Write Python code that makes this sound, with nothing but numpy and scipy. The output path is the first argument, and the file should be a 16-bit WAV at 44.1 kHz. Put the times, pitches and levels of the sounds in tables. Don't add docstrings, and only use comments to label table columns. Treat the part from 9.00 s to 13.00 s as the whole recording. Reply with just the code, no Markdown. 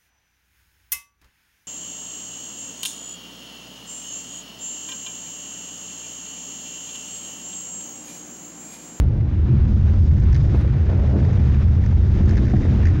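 import sys
import numpy as np
from scipy import signal
from scipy.fft import rfft, irfft
from scipy.io import wavfile
from scipy.ndimage import uniform_filter1d, minimum_filter1d

SR = 44100
rng = np.random.default_rng(int(sys.argv[2]) if len(sys.argv) > 2 else 0)


def wrap_up_sound(samples):
    columns = np.atleast_2d(samples).T
    tamed = np.clip(columns, -1, 1)
    steps = np.round(tamed * 32767).astype(np.int16)
    wavfile.write(sys.argv[1], SR, steps)


N = 176400


def wind():
    # (time [s], level [dB])
    rumble_levels = [(0, -13.5), (.27, -23.5), (.42, -17.5), (.72, -12.5), (.79, -18), (.83, -13),
                     (1.28, -11.5), (1.45, -16.5), (1.57, -15.5), (1.71, -18), (1.82, -17), (2.2, -16),
                     (2.45, -15), (2.68, -14), (3.32, -13), (3.54, -19.5), (3.58, -13.5), (3.73, -19.5),
                     (3.85, -9), (4, -23)]
    low_levels = [(0, -34), (.44, -37.5), (.5, -31.5), (.62, -42.5), (1.15, -34.5), (1.44, -32.5),
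                  (1.53, -28.5), (1.8, -39.5), (1.95, -30.5), (2.08, -40), (2.16, -23.5), (2.27, -35),
                  (2.78, -37.5), (3.1, -33.5), (3.29, -25), (3.34, -32.5), (3.44, -24.5), (3.5, -29),
                  (3.6, -26.5), (3.75, -34), (4, -28)]
    mid_levels = [(0, -40.5), (.4, -46), (.9, -41.5), (1.44, -43.5), (1.54, -35), (1.68, -49), (1.76, -37),
                  (1.84, -42), (1.9, -31), (1.96, -36), (2.02, -30), (2.07, -34.5), (2.16, -29.5),
                  (2.21, -34.5), (2.26, -31.5), (2.4, -36), (2.48, -41), (2.95, -41), (3.25, -39.5),
                  (3.41, -36), (3.5, -41.5), (3.66, -37), (3.82, -34), (4, -48)]
    # (frequency [Hz], spectral level [dB])
    rumble_spectrum = [(15, -18.5), (25, -13.5), (38, -8.5), (50, -4.5), (64, 1), (87, 2.5), (102, -7),
                       (150, -26.5), (400, -44)]
    low_spectrum = [(130, -20.5), (220, -5), (280, 2.5), (350, -1.5), (440, -15), (600, -20), (1200, -43.5)]
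    mid_spectrum = [(250, -20.5), (390, 3.5), (490, 1.5), (620, -2.5), (800, -7.5), (1050, -17),
                    (1600, -22), (4000, -50.5)]
    rumble = steady(noise(rumble_spectrum), span_s=0.27) * envelope(rumble_levels)
    flutter = fluctuation(rate_hz=22)
    low = steady(noise(low_spectrum) * undb(1.5 * flutter), span_s=0.043) * envelope(low_levels)
    mid = steady(noise(mid_spectrum) * undb(2 * flutter), span_s=0.072) * envelope(mid_levels)
    return undb(2.5) * rumble + low + undb(-0.83) * mid


def wind_slaps():
    # (time [s], level [dB])
    eddies = [(1.543, -1.5), (1.641, -6), (2.156, 3.5), (3.533, 2), (3.646, 0.5)]
    air = resonant_noise([(304, 316, 0)], span_s=0.083)
    return undb(-20.5) * air * bursts(eddies, attack_s=0.0044, decay_s=0.01)


def body_boom():
    # (frequency [Hz], stage bandwidth [Hz], gain [dB])
    modes = [(124.4, 28.5, 1.5), (195.5, 51.7, -0.5), (325, 61, -15.5)]
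    # (time [s], level [dB])
    boom_levels = [(0, -22), (.2, -21.5), (.4, -32), (.54, -10.5), (.64, -18), (.76, -25), (.83, -18.5),
                   (.96, -30), (1.15, -15), (1.26, -24), (1.39, -13), (1.65, -22.5), (1.75, -16.5),
                   (1.83, -26.5), (2.08, -20), (2.16, -17.5), (2.8, -21), (3.05, -22), (3.46, -19.5),
                   (3.55, -21), (3.64, -28), (3.73, -13.5), (3.86, -32), (4, -16.5)]
    drone_levels = [(0, -31.5), (.2, -33.5), (.42, -29.5), (.54, -27), (.72, -21), (.8, -27.5), (1.26, -25),
                    (1.42, -42), (1.54, -30.5), (1.9, -29.5), (2.24, -24.5), (2.66, -27), (3.1, -27.5),
                    (3.24, -22.5), (3.38, -20), (3.5, -32), (3.64, -31), (3.73, -20), (3.9, -28.5)]
    boom = resonant_noise(modes[:1], span_s=0.12) * envelope(boom_levels)
    drone = resonant_noise(modes[1:], span_s=0.11) * envelope(drone_levels)
    return undb(0.5) * boom + drone


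def body_thumps():
    # (time [s], level [dB])
    jolts = [(.488, -6.5), (.532, 0), (1.527, -2.5), (2.152, 0.5), (3.533, 5)]
    # (frequency [Hz], 60 dB decay time [s], level [dB])
    modes = [(128.6, 0.17, -2), (199.5, 0.15, -5.5), (330.5, 0.085, -8)]
    return undb(-5) * struck(jolts, modes, contact_s=0.0094)


def wheels():
    # (time [s], level [dB])
    roar_levels = [(0, -50), (.15, -55), (.6, -46), (.73, -52.5), (.88, -45.5), (1.08, -52), (1.3, -44.5),
                   (1.44, -50.5), (1.56, -43), (1.7, -47.5), (2.2, -46.5), (2.57, -44), (2.78, -48),
                   (3.05, -48), (3.3, -44.5), (3.58, -49), (3.78, -42.5), (4, -46.5)]
    hiss_levels = [(0, -64.5), (.2, -69.5), (.5, -63), (.9, -59), (1.12, -58.5), (1.3, -58.5), (1.55, -56),
                   (1.7, -62.5), (2.3, -57.5), (2.6, -58), (2.78, -59.5), (3.05, -59), (3.3, -57),
                   (3.75, -56), (4, -59)]
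    # (frequency [Hz], spectral level [dB])
    roar_spectrum = [(400, -23), (800, 3.5), (1100, 1), (1450, 1.5), (1850, -2), (2300, -4), (2800, -6.5),
                     (3600, -12.5), (4200, -14), (6000, -45)]
    hiss_spectrum = [(2500, -10.5), (3700, 2), (4200, -7), (4700, -1), (5600, -3.5), (6500, -5.5),
                     (7200, -11.5), (8000, -21.5), (9500, -29.5), (12000, -44.5)]
    roughness = undb(1.05 * fluctuation(rate_hz=40))
    roar = undb(2) * noise(roar_spectrum) * envelope(roar_levels)
    hiss = undb(3) * noise(hiss_spectrum) * envelope(hiss_levels)
    return roughness * (roar + hiss)


def loose_fitting():
    # (time [s], level [dB], treble offset [dB])
    knocks = [(0.208, -13, -6), (1.112, -6, -3), (1.199, -9, 5), (1.235, -10.5, 4.5), (1.329, -1.5, 3),
              (1.345, -6, 7), (1.352, -4.5, -4), (1.362, -4, 6.5), (1.590, -7, -8), (2.249, -3.5, -6),
              (2.330, -6, -2), (2.838, -5.5, -6), (2.861, -4.5, 1), (3.258, -17, 14), (3.280, -7, -1.5),
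              (3.293, -3.5, 8), (3.309, -1.5, 2.5), (3.356, -0.5, -1.5), (3.370, -2, 2), (3.377, 0, -6),
              (3.385, -2, -6), (3.452, -6, 1), (3.468, -14, -4), (3.482, -4.5, -6), (3.8536, 6, -2),
              (3.8695, 4.5, -2), (3.883, -2, 0), (3.899, -9, -2)]
    # (time [s], level [dB])
    clack_hits = [(0.209, -16), (1.346, -5), (1.352, -2.5), (1.362, -6), (3.377, -5.5)]
    # (time [s], level [dB])
    chatter_levels = [(0, -30.5), (1.1, -27), (1.35, -20.5), (1.7, -15), (3.1, -20), (3.35, -14),
                      (3.62, -12), (3.85, -6), (4, -20.5)]
    # (frequency [Hz], stage bandwidth [Hz], gain [dB])
    low_modes = [(1796, 620, 2), (3640, 1200, -20.5)]
    high_modes = [(4800, 210, -0.5), (5440, 1100, -2.5), (6070, 800, -2)]
    clack_modes = [(3050, 1700, 2), (3850, 340, 1.8)]
    # (frequency [Hz], 60 dB decay time [s], level [dB])
    ping_modes = [(1790, 0.018, 2), (2066, 0.026, -5.5)]
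    attack_s, decay_s, taps_per_s = 0.001, 0.0028, 60
    when, strength = rng.random((int(taps_per_s * N / SR), 2)).T
    taps = zip(when * N / SR, -0.8 * np.log(np.maximum(strength, 0.05)))
    chatter = bursts(taps, attack_s, decay_s) * envelope(chatter_levels)
    low_hits = [(time, db) for time, db, _ in knocks]
    high_hits = [(time, db + treble_db) for time, db, treble_db in knocks]
    low = resonant_noise(low_modes) * (chatter + undb(-4.5) * bursts(low_hits, attack_s, decay_s))
    pings = struck(low_hits, ping_modes, contact_s=attack_s)
    high = resonant_noise(high_modes) * (undb(-7.5) * chatter + bursts(high_hits, attack_s, decay_s))
    clacks = resonant_noise(clack_modes) * bursts(clack_hits, attack_s, decay_s=0.0017)
    rattle = undb(-29.5) * low + undb(-39.5) * high + undb(-29) * pings + undb(-33) * clacks
    return signal.sosfilt(signal.butter(4, 7000, fs=SR, output="sos"), rattle)


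def ticks():
    # (time [s], level [dB])
    onsets = [(1.563, -2), (1.574, 2), (1.579, 0), (1.611, 0)]
    fizz_levels = [(1.53, -105), (1.565, -77), (1.63, -74), (1.69, -108)]
    pulses = undb(-54) * bursts(onsets, attack_s=0.00033, decay_s=0.0006)
    return resonant_noise([(10400, 5000, 0)]) * (pulses + envelope(fizz_levels))


def undb(db):
    return 10 ** (np.asarray(db) / 20)


def unit(x):
    return x / np.sqrt(np.mean(x ** 2))


def steady(x, span_s):
    return x / np.sqrt(uniform_filter1d(x ** 2, int(span_s * SR)) + 1e-9)


def envelope(rows):
    return undb(np.interp(np.arange(N) / SR, *np.array(rows).T))


def noise(spectrum):
    hz, db = np.array(spectrum).T
    f = np.maximum(np.fft.rfftfreq(N, 1 / SR), 1)
    gain = undb(np.interp(np.log(f), np.log(hz), db))
    roll_off = np.minimum(f / hz[0], 1) / np.maximum(f / hz[-1], 1) ** 2
    return unit(irfft(rfft(rng.standard_normal(N)) * gain * roll_off, N))


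def fluctuation(rate_hz):
    f = np.fft.rfftfreq(N, 1 / SR)
    return unit(irfft(rfft(rng.standard_normal(N)) * np.exp(-(f / rate_hz) ** 2), N))


def resonant_noise(modes, span_s=0.011):
    drive, out = rng.standard_normal(N), 0
    for hz, width, db in modes:
        b, a = signal.iirpeak(hz, hz / width, fs=SR)
        out = out + undb(db) * signal.lfilter(b, a, signal.lfilter(b, a, drive))
    return steady(out, span_s)


def bursts(blows, attack_s, decay_s):
    t, out = np.arange(SR // 10) / SR, np.zeros(N + SR)
    shape = np.minimum(t / attack_s, np.exp(-np.maximum(t - attack_s, 0) / decay_s))
    for start, db in blows:
        i = int(start * SR)
        out[i:i + len(t)] += undb(db) * shape
    return out[:N]


def struck(blows, modes, contact_s):
    t, out = np.arange(SR // 4) / SR, np.zeros(N + SR)
    hz, t60, mode_db = np.array(modes).T[:, :, None]
    decay = np.exp(-np.log(1000) * t / t60)
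    for start, db in blows:
        i = int(start * SR)
        detune = 1 + 0.012 * rng.standard_normal(hz.shape)
        notes = undb(db + mode_db) * decay * np.sin(2 * np.pi * hz * detune * t)
        out[i:i + len(t)] += notes.sum(0) * np.minimum(t / contact_s, 1)
    return out[:N]


def scene():
    return (wind() + wind_slaps() + body_boom() + body_thumps() + wheels() + loose_fitting() + ticks())[None]


def record(dry):
    ceiling_db, knee, cutoff_hz = -5.5, 2.18, 15700
    hold = int(0.007 * SR)
    wanted = (1 + (np.abs(dry) / undb(ceiling_db)) ** knee) ** (-1 / knee)
    held = minimum_filter1d(wanted, 2 * hold)
    gain = uniform_filter1d(uniform_filter1d(held, hold), hold)
    return signal.sosfilt(signal.ellip(8, 0.2, 70, cutoff_hz, fs=SR, output="sos"), dry * gain)


dry = scene()
out = record(dry)
wrap_up_sound(out)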